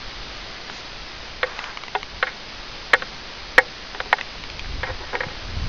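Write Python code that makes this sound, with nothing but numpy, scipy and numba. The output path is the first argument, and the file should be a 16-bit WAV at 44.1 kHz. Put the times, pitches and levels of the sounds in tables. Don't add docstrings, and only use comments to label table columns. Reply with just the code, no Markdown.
import sys
import numpy as np
from scipy import signal
from scipy.fft import rfft, irfft
from scipy.io import wavfile
from scipy.ndimage import uniform_filter1d
from numba import njit

SR = 44100
rng = np.random.default_rng(int(sys.argv[2]) if len(sys.argv) > 2 else 0)


def store_wav(level_fs):
    pcm = np.round(np.clip(np.atleast_2d(level_fs), -1, 1) * 32767)
    wavfile.write(sys.argv[1], SR, pcm.T.astype(np.int16))


N = 250488


def gain(db):
    return 10 ** (np.asarray(db) / 20)


def unit_level(x):
    return x / np.sqrt(np.mean(x ** 2))


def add_at(out, sound, start_s):
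    i = int(start_s * SR)
    out[i:i + len(sound)] += sound[:N - i]


def curves(tables, rest_db=-65.0):
    rows = []
    for table in tables:
        first, last = table[0], table[-1]
        rows += [(first[0] - .006, rest_db, *first[2:]), *table, (last[0] + .012, rest_db, *last[2:])]
    times, *columns = np.transpose(rows)
    return [np.interp(np.arange(N) / SR, times, column) for column in columns]


def wander(per_s):
    hold = int(SR / per_s)
    steps = np.repeat(rng.standard_normal(N // hold + 1), hold)
    return 1.22 * uniform_filter1d(uniform_filter1d(steps, hold), hold)[:N]


LOW, BAND, HIGH = 0, 1, 2
@njit
def split(x, hz, damping):
    low, band = np.empty(len(x)), np.empty(len(x))
    band_memory, low_memory = 0., 0.
    for i in range(len(x)):
        step = np.tan(np.pi * hz[i] / SR)
        swing = (band_memory + step * (x[i] - low_memory)) / (1 + step * (step + damping))
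        low[i], band[i] = low_memory + step * swing, damping * swing
        band_memory, low_memory = 2 * swing - band_memory, low_memory + 2 * step * swing
    return low, band, x - low - band


def ring(hz, db, fade_s, rise_s):
    t = np.arange(SR // 5) / SR
    tones = np.sin(2 * np.pi * np.outer(hz, t)) * np.exp(-np.log(1000) * np.outer(1 / fade_s, t))
    return gain(db) @ tones * (1 - np.exp(-t / rise_s)) ** 2


def clicks(per_s, spread_db):
    hits = rng.random(N) < per_s / SR
    return unit_level(hits * rng.choice([-1., 1.], N) * gain(spread_db * rng.exponential(size=N)))


# f/Hz, relative level/dB
HISS_SHAPE = [(60, -29), (100, 0), (360, -0.5), (700, -1.2), (2400, -2), (4900, -2.5), (5300, -6.5),
              (5520, -10.5), (5900, -11.5), (6300, -17.5), (6700, -28), (8100, -64)]
# f/Hz, level/dB
WHINE_TONES = [(5012, -56), (6013, -65)]
def amplifier(hiss_db=-36, readout_hz=59.94):
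    t = np.arange(N) / SR
    whine = sum(gain(db) * np.sqrt(2) * np.sin(2 * np.pi * hz * t) for hz, db in WHINE_TONES)
    shape_hz, shape_db = np.transpose(HISS_SHAPE)
    all_hz = np.fft.rfftfreq(N, 1 / SR) + 1
    shape = gain(np.interp(np.log(all_hz), np.log(shape_hz), shape_db))
    hiss = unit_level(irfft(rfft(rng.standard_normal(N)) * shape, N))
    cycles_from_dip = (t * readout_hz - .445 + .5) % 1 - .5
    dip_db = -9 * np.exp(-(cycles_from_dip / .035) ** 2)
    return hiss * gain(hiss_db + .72 * wander(1.8) + dip_db) + whine


# t/s, level/dB
GUSTS = [(0, -41.5), (.4, -40), (.65, -45.5), (1.3, -39), (1.75, -47), (2.0, -46.5), (2.17, -39.5),
         (2.35, -47.5), (2.56, -41.5), (3.2, -45), (3.55, -42), (3.75, -46.5), (4.0, -39.5), (4.15, -46.5),
         (4.6, -34), (4.8, -29.5), (5.15, -40.5), (5.4, -35), (5.65, -22.5), (5.68, -22.5)]
def wind():
    db = curves([GUSTS])[0]
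    edge_hz = np.clip(45 * gain(.34 * (db + 41)), 15, 300)
    rumble = split(rng.standard_normal(N), edge_hz, 1.7)[LOW]
    rumble = split(rumble, 5.3 * edge_hz, 1.8)[LOW] / np.sqrt(edge_hz)
    rumble = split(rumble, .17 * edge_hz, 1.2)[HIGH]
    return gain(db + 2.5 * wander(7.9)) * unit_level(rumble)


# t/s, level/dB, centre f/Hz
LEAF_RUSTLES = [
    [(.3, -45.5, 1240), (.53, -48, 1506), (.62, -54, 1510), (.7, -45, 2180), (.78, -42.5, 2810),
     (.86, -68, 2510), (1.3, -45.5, 1460)],
    [(1.45, -36.5, 1030), (1.53, -38.5, 1175), (1.63, -34, 1180), (1.7, -36.5, 1280), (1.76, -43.5, 1184),
     (1.9, -50, 1106)],
]
def leaf_rustle():
    db, hz = curves(LEAF_RUSTLES)
    cracks = clicks(per_s=6000, spread_db=1.5)
    for _ in range(2):
        cracks = split(cracks, hz, 1.5)[BAND]
    return gain(db + .59 * wander(40)) * unit_level(cracks)


# f/Hz, level/dB when hit on the face, level/dB when hit on the edge, fade t/s
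CASING_TONES = [(414.6, -16.5, 16.5, 0.14), (490, -13, -12, 0.22), (514, 5.5, 7, 0.087),
                (768, -3, 3, 0.094), (848.6, 0, 0.5, 0.08), (942, 5.5, 7.5, 0.04), (1003, -3, -19, 0.02),
                (1104, -7, -10.5, 0.042), (1361, -8.5, -20.5, 0.047), (1469, -11.5, -7.5, 0.058),
                (1548, -4, -5, 0.039), (1641, -4.5, -4, 0.043), (1697, -3.5, -16, 0.049),
                (1866, -1.5, -2.5, 0.049), (2110, -6, -7.5, 0.056), (2212, -11, -22, 0.063),
                (2597, -8, 10, 0.03), (2740, -5, 1.5, 0.039), (3180, 2, 4.5, 0.028),
                (3500, -2.5, 3.5, 0.03), (4076, -0.5, -11.5, 0.036), (1397, -1, -6.5, 0.0078),
                (1946, -4.5, -7, .014), (3435, 3, 9, 0.0091)]
PART_BORDERS = [620, 1100, 1590, 2450]
# t/s, front panel level/dB, shell and lid level/dB (each relative to the front),
# fade time multiplier, where it lands (0 face, 1 edge), push t/ms
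CASING_KNOCKS = [(0.698, -24, -10.5, 4, 0.41, 0.65, 0.29), (1.430, -6.5, -11, 3.5, 0.65, 0.1, 0.57),
                 (1.438, -18.5, 0.5, -8, 0.92, 0.18, 1.3), (1.950, -12.5, -17.5, 3.5, 0.88, 0.88, 1.1),
                 (2.2268, -7, -10, 4.5, 0.87, 0.08, 0.5), (2.270, -20.5, -12.5, 2.5, 0.92, 0.2, 0.32),
                 (2.933, 2, -15.5, 0.5, 0.94, 0.08, 0.91), (2.9417, -9, -4.5, 4, 0.87, 0.07, 0.4),
                 (3.021, -19.5, -6.5, 10, 0.68, 0.4, 0.88), (3.5797, 5.5, -13, -5, 0.96, 0.08, 0.69),
                 (3.586, -4.5, -8, -7, 0.44, 0.3, 0.6), (3.947, -23.5, -10, 3.5, 0.76, .7, 0.44),
                 (4.0018, -12.5, -9.5, 6, 0.53, 0.4, 0.57), (4.058, -32, -9, -2, 0.67, 0.94, 0.74),
                 (4.1276, 2.5, -19, -0.5, 0.56, 0.44, 0.7), (4.184, -22.5, -13.5, 4.5, 0.97, .4, 0.71),
                 (4.8315, -14.5, -10, -3.5, 1.17, 0.33, .4), (5.0916, -31, -6, 3, .6, 0.3, .5),
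                 (5.131, -28, -17, -3, .53, 0.5, .5), (5.1533, -12.5, -20, -4.5, 0.52, 0.1, 0.14),
                 (5.2051, -11.5, -10, -2, 0.71, 0, 0.66), (5.234, -17, -14, -6, 0.76, 0.3, 0.46),
                 (5.285, -28, -15, 1.5, .4, 0.4, .4)]
def casing_knocks():
    hz, face_db, edge_db, fade_s = np.transpose(CASING_TONES)
    part = np.searchsorted(PART_BORDERS, hz)
    out = np.zeros(N)
    for start, front_db, shell_db, lid_db, fade_scale, edge, push_ms in CASING_KNOCKS:
        detune, scatter = rng.standard_normal((2, len(hz)))
        db = face_db + edge * (edge_db - face_db) + 1.2 * scatter
        back_db = -15 + 16.5 * edge
        small_parts_db = lid_db - 14
        db += front_db + np.array([shell_db, back_db, lid_db, 0, small_parts_db])[part]
        add_at(out, ring(hz * (1 + .004 * detune), db, fade_s * fade_scale, push_ms / 1000), start)
    return split(out, np.full(N, 320.), 2.54)[HIGH]


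# t/s, level/dB, crack f/Hz, relative thud level/dB
LEAF_SNAPS = [(1.5907, -11, 2250, -5), (1.6408, -14, 2550, -5.5), (1.7728, -13.5, 2480, -2),
              (1.8362, -15.5, 2500, -2), (1.8815, -16.5, 2280, -5), (2.03, -13.5, 2500, -4.5),
              (4.2111, -8, 2230, -11), (4.438, -17.5, 2500, -9), (4.5, -17, 2760, -10),
              (4.594, -13, 2750, -13), (4.645, -22.5, 1780, -11), (4.658, -23, 1910, -14)]
def leaf_snaps():
    out = np.zeros(N)
    fade_s = np.array([.0092, .011, .011, .0069, .0032])
    for start, db, crack_hz, thud_db in LEAF_SNAPS:
        tones_hz = crack_hz * np.array([.46, .9, 1.15, 1.6, 2.2])
        tones_db = db + np.array([thud_db, -3, -5, -7, -11])
        add_at(out, -ring(tones_hz, tones_db, fade_s, rise_s=.0001), start)
    return out


# start t/s, length t/s, level/dB, extra treble level/dB
FINGER_SLIDES = [(2.271, 0.022, -36, 9), (4.838, .02, -38.5, 1), (4.869, 0.038, -33, 2),
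                 (4.92, 0.033, -51, -4), (5.003, 0.051, -43, -6.5), (5.133, 0.031, -29.5, -1.5),
                 (5.205, 0.036, -33.5, -0.5), (5.259, 0.038, -46, -3), (5.307, .015, -43.5, -4)]
def finger_rubs(grip_s=.008, fade_db_per_s=59, let_go_db_per_s=899):
    hz, face_db, edge_db, fade_s = np.transpose(CASING_TONES)
    part_db = np.array([-12, -10, 2.5, 5, -14])[np.searchsorted(PART_BORDERS, hz)]
    tones_db = (face_db + edge_db) / 2 + part_db
    out = np.zeros(N)
    for tones, treble_share in ((hz < PART_BORDERS[1], -.5), (hz > PART_BORDERS[1], .5)):
        pressure = np.zeros(N)
        for start, length, db, treble_db in FINGER_SLIDES:
            t = np.arange(N) / SR - start
            grip = np.clip(1 + t / grip_s, 0, 1)
            fade_db = fade_db_per_s * np.maximum(t, 0) + let_go_db_per_s * np.maximum(t - length, 0)
            pressure += grip * gain(db + treble_share * treble_db - fade_db)
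        slips = clicks(per_s=1600, spread_db=1) * pressure * gain(3.5 * wander(60))
        casing = ring(hz[tones], tones_db[tones], .6 * fade_s[tones], rise_s=.0003)
        out += signal.fftconvolve(slips, casing / np.sqrt(np.sum(casing ** 2)))[:N]
    return out


# t/s, level/dB, f/Hz
WIND_PUFFS = [(4.783, -18.5, 59.7), (4.915, -16.5, 80), (5.268, -17.5, 150)]
def wind_puffs():
    out = np.zeros(N)
    for time, db, hz in WIND_PUFFS:
        swing = ring([hz], [db], fade_s=np.array([5.3 / hz]), rise_s=.14 / hz)
        add_at(out, -swing, time - .25 / hz)
    return out


def scene():
    camera_and_leaves = casing_knocks() + leaf_snaps() + finger_rubs() + leaf_rustle()
    return (camera_and_leaves + wind() + wind_puffs() + amplifier())[None]


def record(dry):
    converter_hz, top_hz = 6700, 15400
    headroom, bend_sharpness = 1.3, 6.
    converter = signal.ellip(8, .3, 75, converter_hz, fs=SR, output="sos")
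    dulled = signal.sosfilt(converter, dry) - .004
    bent = dulled / (1 + np.abs(dulled / headroom) ** bend_sharpness) ** (1 / bend_sharpness)
    top_cut = signal.ellip(8, .2, 60, top_hz, fs=SR, output="sos")
    return signal.sosfilt(top_cut, np.clip(bent, -1, 1))


dry = scene()
out = record(dry)
store_wav(out)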